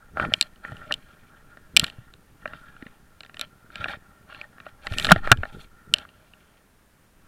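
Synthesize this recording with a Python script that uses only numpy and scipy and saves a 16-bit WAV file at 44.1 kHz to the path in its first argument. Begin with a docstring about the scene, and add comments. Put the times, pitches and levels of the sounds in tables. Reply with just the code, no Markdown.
"""Close ticks, knocks and rubbing on the sealed plastic case of a small camera beside a stream.
The mount knocks and makes the case ring; fleece and fingers catch and slip on it and push against it.
About five seconds in, a hand grips it hard enough to overload the input. Underneath lie the
muffled stream, the hiss of the electronics and a thin high whine."""
import sys
import numpy as np
from scipy import signal
from scipy.fft import rfft, irfft, next_fast_len
from scipy.io import wavfile
from scipy.ndimage import uniform_filter1d

SR = 44100
rng = np.random.default_rng(int(sys.argv[2]) if len(sys.argv) > 2 else 0)


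def wav_record(signal):
    """Record a signal, one row per channel, as 16-bit PCM in the file named by sys.argv[1]."""
    frames = np.transpose(np.atleast_2d(signal))
    bounded = np.clip(frames, -1, 1)
    # unit amplitude maps onto the largest positive 16-bit level
    quanta = np.round(bounded * 32767).astype(np.int16)
    wavfile.write(sys.argv[1], SR, quanta)


N = 320766
TOP_HZ = 16000

# The low and high tones the case rings at. Each row: pitch in Hz, relative level in dB.
LOW_TONES = [(240, -6.5), (610, -1.5), (810, -3), (1110, -6), (1380, 7), (1640, 6), (1820, 9)]
HIGH_TONES = [(2400, -10.5), (2780, -8), (3050, -7.5), (3650, -6.5), (4150, -5), (4900, -12), (5700, -13),
              (7600, -7.5), (8300, -14), (10200, -14.5), (11200, -20.5), (12500, -23.5), (14600, -24.5)]
# Blows on the case. Each row: start in seconds, snap level in dB, knock level in dB, pitch in Hz that
# the struck spot favours, treble that a soft contact takes from the snap in dB per octave.
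BLOWS = [(0.1709, -31, -13.5, 2300, 35), (0.198, -19, -8.5, 1370, 51), (0.25, -23, -27, 2380, 28),
         (0.3202, -48, -23.5, 607, 13.5), (0.3376, -0.5, -18.5, 2960, 11), (0.411, 1, -24, 4460, 1.5),
         (0.4252, -13.5, -31, 4220, -2), (0.559, -46, -61, 2980, 11), (0.649, -65, -22.5, 1246, 6.5),
         (0.719, -45, -27.5, 610, 7), (0.7677, -35.5, -39, 2860, 10.5), (0.9091, -50, -15, 1200, 13),
         (0.9228, -10, -37, 2910, 1), (0.9398, -14.5, -44, 3060, -0.5), (1.5714, -50, -33.5, 1275, 0),
         (1.7654, 4, -27, 3306, 4.5), (1.77, 3.5, -16.5, 3340, -1.5), (1.796, -2, -35, 2980, -3),
         (1.8352, -42, -20.5, 1380, 5.0), (1.8396, -23, -30, 4100, -13), (1.8423, -10.5, -20, 3170, 0.5),
         (1.8658, -26.0, -36, 2970, 6), (1.8798, -31, -36, 3000, 4), (1.899, -28.5, -39, 2940, 4),
         (2.1378, -37.5, -44, 3628, 3), (2.4561, -27, -15.5, 1240, 36.5), (2.4764, -34.5, -33, 2630, 5),
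         (2.534, -36, -25.5, 1335, 22), (2.765, -45, -37, 1363, 27), (2.824, -40, -33.5, 1800, 15.5),
         (2.866, -38, -32.5, 1870, 25), (3.206, -28.5, -35.5, 3330, 6), (3.2333, -33, -40, 1880, 11),
         (3.2487, -41.5, -40, 3640, 13.5), (3.262, -44, -45, 1870, 8), (3.295, -43.0, -35, 1510, 20),
         (3.3436, -34, -37, 1920, 11), (3.369, -30.5, -34.5, 2950, 7), (3.3944, -21, -30.5, 3370, -1),
         (3.412, -14.5, -25, 3790, -5.5), (3.702, -52.5, -35.5, 1380, 20),
         (3.7561, -23.5, -29.5, 2240, 6.5), (3.842, -15.5, -16.5, 1630, 18), (3.857, -52, -19, 1380, 8.0),
         (3.8833, -26, -21, 1640, 14), (3.935, -52, -25, 1420, 12.0), (4.324, -58, -31.5, 1390, 8.0),
         (4.3464, -31, -33, 1720, 26), (4.4134, -22, -35, 2490, 13), (4.582, -48, -35.5, 1300, 17),
         (4.6012, -36, -32.5, 1450, 17), (4.665, -37, -25.5, 1510, 18), (4.869, -20, -19, 1816, 8),
         (4.922, -27.5, -27, 1270, 7), (4.937, -24, -25.5, 1370, 9), (4.984, -10, -27, 2890, -0.5),
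         (4.9977, -13.5, -22.5, 3040, -1), (5.025, -22, -43, 3630, 0), (5.0461, -9, -13.5, 3830, 5),
         (5.052, -12, -16, 1630, 6), (5.0678, -14, -14.5, 1330, 5.0), (5.0895, -30, -10, 1810, 13),
         (5.099, -15.5, -32, 3200, 8), (5.109, -18, 0.5, 1376, 0), (5.1168, -21, 13.5, 813, 9.0),
         (5.118, 7.5, 10, 1368, -8.5), (5.1605, -27, -12, 610, 10.5), (5.2735, -28.5, -13, 1210, 7.5),
         (5.3162, 12.5, 10, 1420, 16.5), (5.3235, -8, -1, 1570, 11), (5.3724, -34.5, -40, 3130, 6),
         (5.433, -27, -15.5, 1470, 29), (5.453, -38.5, -23.5, 582, 8), (5.9385, 2, -19.5, 2930, -1.5),
         (5.961, -31, -39.5, 2950, 10), (5.969, -32, -43, 2950, 14), (5.9843, -25.0, -32.5, 2910, 1.5),
         (6.051, -53.5, -34, 1370, 14.5), (6.09, -40.5, -49.5, 2760, 17), (6.336, -38.5, -47, 2790, 21)]

def ticks_and_knocks():
    """Each blow rings the high tones as a snap and the low tones as a knock."""
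    out = np.zeros(N + SR)
    for start, snap_db, knock_db, spot_hz, dull_db in BLOWS:
        damping = 1.5 if 5.1 < start < 5.35 else 1  # the gripping hand shortens the knocks
        snap = blow(HIGH_TONES, spot_hz, dull_db, rise_s=0.0002, contact_s=0.0015)
        snap = band(snap, 1600, TOP_HZ)
        knock = blow(LOW_TONES, spot_hz, 0, rise_s=0.00036, contact_s=0.0029, damping=damping)
        i = int(start * SR)
        out[i:i + len(snap)] += undb(snap_db) * snap + undb(knock_db) * knock
    return out[:N]


def blow(tones, spot_hz, dull_db, rise_s, contact_s, damping=1):
    """One blow: tones near spot_hz ring louder, and the contact chatters for a moment."""
    hz = np.array(tones)[:, :1]
    chance = rng.standard_normal(420)
    boost_db = 11 * np.exp(-(np.log2(hz / spot_hz) / 0.11) ** 2)
    octaves_above = np.log2(np.maximum(hz / max(spot_hz, hz[0, 0]), 1))
    extra_db = 2 * chance[:len(tones), None] + boost_db - dull_db * octaves_above
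    rattle = undb(-26) * np.linspace(1, 0, 400)
    chatter = chance[-400:] * (np.exp(-np.arange(400) / SR / contact_s) + rattle)
    chatter[0] = 11  # the first touch is the strongest
    sound = signal.fftconvolve(ring(tones, extra_db, rise_s, damping), chatter)
    return sound / np.abs(sound).max()


def ring(tones, extra_db, rise_s, damping):
    """The plastic rings after one tap; higher tones die sooner."""
    hz, db = np.array(tones).T[:, :, None]
    t = np.arange(SR // 16) / SR
    ring_s = 34 / (hz + 600) / damping  # time to fade by 60 dB
    sign = (-1) ** np.arange(len(hz))[:, None]  # neighbouring tones swing against each other
    envelope = np.exp(-np.log(1000) * t / ring_s) * (1 - np.exp(-(t / rise_s) ** 2))
    return np.sum(sign * undb(db + extra_db) * envelope * np.sin(2 * np.pi * hz * t), axis=0)


# Dull bumps. Each row: start in seconds, strength in dB, pitch in Hz.
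JOLTS = [(0.287, -23, 234), (0.318, -27, 113), (0.721, -28, 125), (1.79, -27, 224), (1.985, -30.5, 117.6),
         (2.826, -28.5, 268), (2.863, -32.5, 224), (3.801, -29.5, 103), (4.915, -19, 95), (5.119, 5, 176.9),
         (5.162, -19, 99.5), (5.3152, -2.5, 120), (5.386, -18.5, 85)]

def bumps():
    """The whole case is jolted and swings once or twice."""
    out = np.zeros(N + SR)
    t = np.arange(SR // 8) / SR
    for (start, db, hz), side in zip(JOLTS, np.sign(rng.standard_normal(len(JOLTS)))):
        envelope = np.exp(-t * hz / 1.1) * (1 - np.exp(-t / 0.000079))
        i = int(start * SR)
        out[i:i + len(t)] += side * undb(db) * envelope * np.sin(2 * np.pi * hz * t)
    return out[:N]


# Strokes of cloth or skin. Each row: start in seconds, length in seconds, fade in dB (negative grows),
# then the levels of the low tones, the high tones and the fine rasp in dB.
RUBS = [(0.18, 0.17, 10.5, -33.5, -48.5, -64.5), (0.21, 0.041, 2, -27.5, -44.5, -63),
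        (0.33, 0.14, 2, -51, -56.5, -66), (0.645, 0.23, 3, -46, -57, -70.5),
        (0.911, 0.0073, -4, -37, -50, -80), (0.93, 1, 22, -54.5, -63, -77),
        (1.795, 0.095, 6.5, -36.5, -41.5, -56.5), (1.9, 0.3, 17, -51.5, -64.5, -84),
        (2.42, 0.14, -9, -54, -65, -96), (2.57, 0.38, 9.5, -52, -60.5, -75),
        (3.42, 0.022, 9.5, -40, -41.5, -87), (3.72, 0.074, -12, -56.5, -60, -82.5),
        (3.81, 0.14, 5.5, -38.5, -45.5, -64.5), (3.89, 0.027, 1.5, -36, -39.5, -62),
        (4.3, 0.15, 3, -48.5, -55, -77), (4.57, 0.12, -16, -66.5, -77, -89.5),
        (4.845, 0.023, -8.5, -48.5, -51.5, -64), (4.91, 0.032, -2, -49.5, -46, -57.5),
        (4.98, 0.076, -3.5, -40.5, -39, -49), (5.095, 0.037, 9, -25, -27.5, -46.5),
        (5.16, 0.032, 4.5, -38, -46, -65), (5.245, 0.087, 0.5, -36.5, -44.5, -61.5),
        (5.39, 0.11, -5.5, -53.5, -62, -80), (5.53, 0.046, 2, -48.5, -58.5, -69),
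        (5.6, 0.042, 4, -50, -51.5, -63), (5.95, 0.085, 3.5, -42, -52, -67),
        (6.05, 0.54, 2, -64.5, -69.5, -88)]

def rubbing(resting_gain):
    """Slipping fibres ring the case and rasp in the treble; a faint rub goes on between strokes."""
    low_gain, high_gain, rasp_gain = gestures(RUBS, rise_db_per_s=695, fall_db_per_s=697.5)
    low_tones, high_tones = np.array(LOW_TONES[1:]), np.array(HIGH_TONES[:7])
    # Soft cloth favours the low tone at 1380 Hz and the lowest of the high tones.
    octaves = np.log2(low_tones[:, 0] / 1380)
    low_db = np.minimum(3.5 * octaves, -14 * octaves)
    high_db = -9 * np.log2(high_tones[:, 0] / high_tones[0, 0])
    low = drag(fibres(6000, 4, 2.5, 71), low_tones, low_db, rise_s=0.0022, damping=0.62, wander_db=3)
    high = drag(fibres(5000, 3.4, 2.9, 120), high_tones, high_db, rise_s=0.001, damping=1.4, wander_db=2)
    rasp = unit(band(fibres(12000, 1.8, 2, 81), 5200, 11800))
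    low_gain = np.hypot(low_gain, resting_gain)
    high_gain = np.hypot(high_gain, resting_gain * undb(-17))
    return low_gain * low + high_gain * high + rasp_gain * rasp


def fibres(slips_per_s, spread_db, patchy_db, patches_per_s):
    """Fibres catch and let go at random: mostly small slips, in louder and softer patches."""
    size_db = np.minimum(spread_db * rng.exponential(size=N), 12)
    slips = (rng.random(N) < slips_per_s / SR) * rng.standard_normal(N)
    return slips * undb(size_db + patchy_db * wander(patches_per_s))


def drag(slips, tones, extra_db, rise_s, damping, wander_db):
    """The contact travels over the case, so each tone swells and fades on its own."""
    out = 0
    for tone, db in zip(tones, extra_db):
        ringing = signal.fftconvolve(slips, ring([tone], db, rise_s, damping))[:N]
        out += undb(wander_db * wander(14)) * ringing
    return unit(out)


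# The deep sound of the case bending. Each row: pitch in Hz, relative level in dB.
FLEX_COLOUR = [(29, -33.5), (50, -3), (187, -5), (270, -10), (350, -14.5), (500, -17), (650, -51),
               (1100, -120)]
# Pushes of a hand or arm. Each row: start in seconds, length in seconds, fade in dB,
# level of the case flexing in dB, level of the air swaying in dB.
HAND_PUSHES = [(0.18, 0.091, -6, -38.5, -54), (0.7, 0.24, 3, -48, -70.5), (1.78, 0.044, -5, -39, -57.5),
               (2.45, 0.42, 22, -49, -50), (3.78, 0.22, 7.5, -46, -57), (4.9, 0.11, -3.5, -45.5, -37.5),
               (5.09, 0.03, 1.5, -29.5, -29), (5.21, 0.03, 3, -64.5, -32.5), (5.255, 0.14, 8, -39, -25.5),
               (5.38, 0.021, -1, -54, -28), (5.54, 0.033, 0.5, -42.5, -40.5), (5.65, 0.066, 8, -60, -46.5),
               (5.88, 0.12, -1.5, -50, -59.5)]

def pushes(resting_gains):
    """Slow pushes flex the case and pump the air at the microphone."""
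    push_gains = gestures(HAND_PUSHES, rise_db_per_s=254, fall_db_per_s=214.5)
    flex_gain, air_gain = np.hypot(push_gains, resting_gains)
    air = unit(band(rng.standard_normal(N), 3, 21))
    flex = coloured(fibres(400, 0.99, 0.93, 25), FLEX_COLOUR)
    return flex_gain * flex + air_gain * air


# Small movements. Each row: time in seconds, then levels of rubbing, flexing and air sway in dB.
FIDGETS = [(0, -62, -59, -53.5), (1.3, -59.5, -59.5, -56.5), (2.3, -68.5, -61.5, -58.5),
           (4.7, -59.5, -60, -59), (6.1, -64, -62, -74.5), (6.8, -77.5, -66, -70.5),
           (7.27, -66.5, -63, -59.5)]

def fidgeting():
    """The wearer never stands quite still: three gains that keep rubs and pushes faintly going."""
    times, *levels_db = np.transpose(FIDGETS)
    return [undb(np.interp(np.arange(N) / SR, times, db)) for db in levels_db]


# The stream and hiss together. Each row: pitch in Hz, relative level in dB.
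STREAM_COLOUR = [(12, -36), (20, -7), (285, -21), (802, -25), (1570, -25), (2140, -29.5), (4420, -36.5),
                 (14700, -38.5), (16000, -45)]

def stream_and_hiss():
    """The stream, muffled by the case, and the hiss of the electronics make one soft noise."""
    return coloured(rng.standard_normal(N), STREAM_COLOUR) * undb(-60.5 + 0.23 * wander(9))


def whine():
    """A thin high tone wavers in pitch."""
    hz = 9540 + 25 * wander(150)
    return undb(-77.5) * np.sin(2 * np.pi * np.cumsum(hz) / SR)


def gestures(table, rise_db_per_s, fall_db_per_s):
    """One gain per level column: each move swells, lasts, then dies away; overlaps add in power."""
    t = np.arange(0, N, 32) / SR
    power = 0
    for start, length, fade_db, *level_db in table:
        before_db = rise_db_per_s * np.maximum(start - t, 0)
        during_db = fade_db * np.clip((t - start) / length, 0, 1)
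        after_db = fall_db_per_s * np.maximum(t - start - length, 0)
        power += undb(np.array(level_db)[:, None] - before_db - during_db - after_db) ** 2
    return [np.interp(np.arange(N) / SR, t, np.sqrt(p)) for p in power]


def coloured(x, points):
    """Shape the bass and treble of x along (Hz, dB) points, at strength 1."""
    hz, db = np.transpose(points)
    size = next_fast_len(len(x))
    bin_hz = np.maximum(np.arange(size // 2 + 1) * SR / size, 1)
    gain = undb(np.interp(np.log(bin_hz), np.log(hz), db))
    return unit(irfft(rfft(x, size) * gain, size)[:len(x)])


def wander(turns_per_s):
    """A smooth random drift of strength 1."""
    hold = int(SR / turns_per_s)
    steps = np.repeat(rng.standard_normal(N // hold + 1), hold)
    return unit(uniform_filter1d(uniform_filter1d(steps, hold), hold)[:N])


def band(x, lo_hz, hi_hz):
    return signal.sosfilt(signal.butter(2, [lo_hz, hi_hz], "band", fs=SR, output="sos"), x)


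def undb(db):
    return 10 ** (np.asarray(db) / 20)


def unit(x):
    """Scale x to an average strength (RMS) of 1."""
    return x / np.sqrt(np.mean(x ** 2))


def scene():
    """Everything meets at the one microphone inside the case."""
    rub, flex, sway = fidgeting()
    handling = ticks_and_knocks() + bumps() + rubbing(rub) + pushes([flex, sway])
    return (handling + stream_and_hiss() + whine())[None]


def record(dry):
    """The hardest blows overload the input and clip; the highest treble is cut."""
    treble_cut = signal.ellip(10, .2, 95, TOP_HZ, fs=SR, output="sos")
    return signal.sosfilt(treble_cut, np.clip(dry, -.93, .93))


dry = scene()
out = record(dry)
wav_record(out)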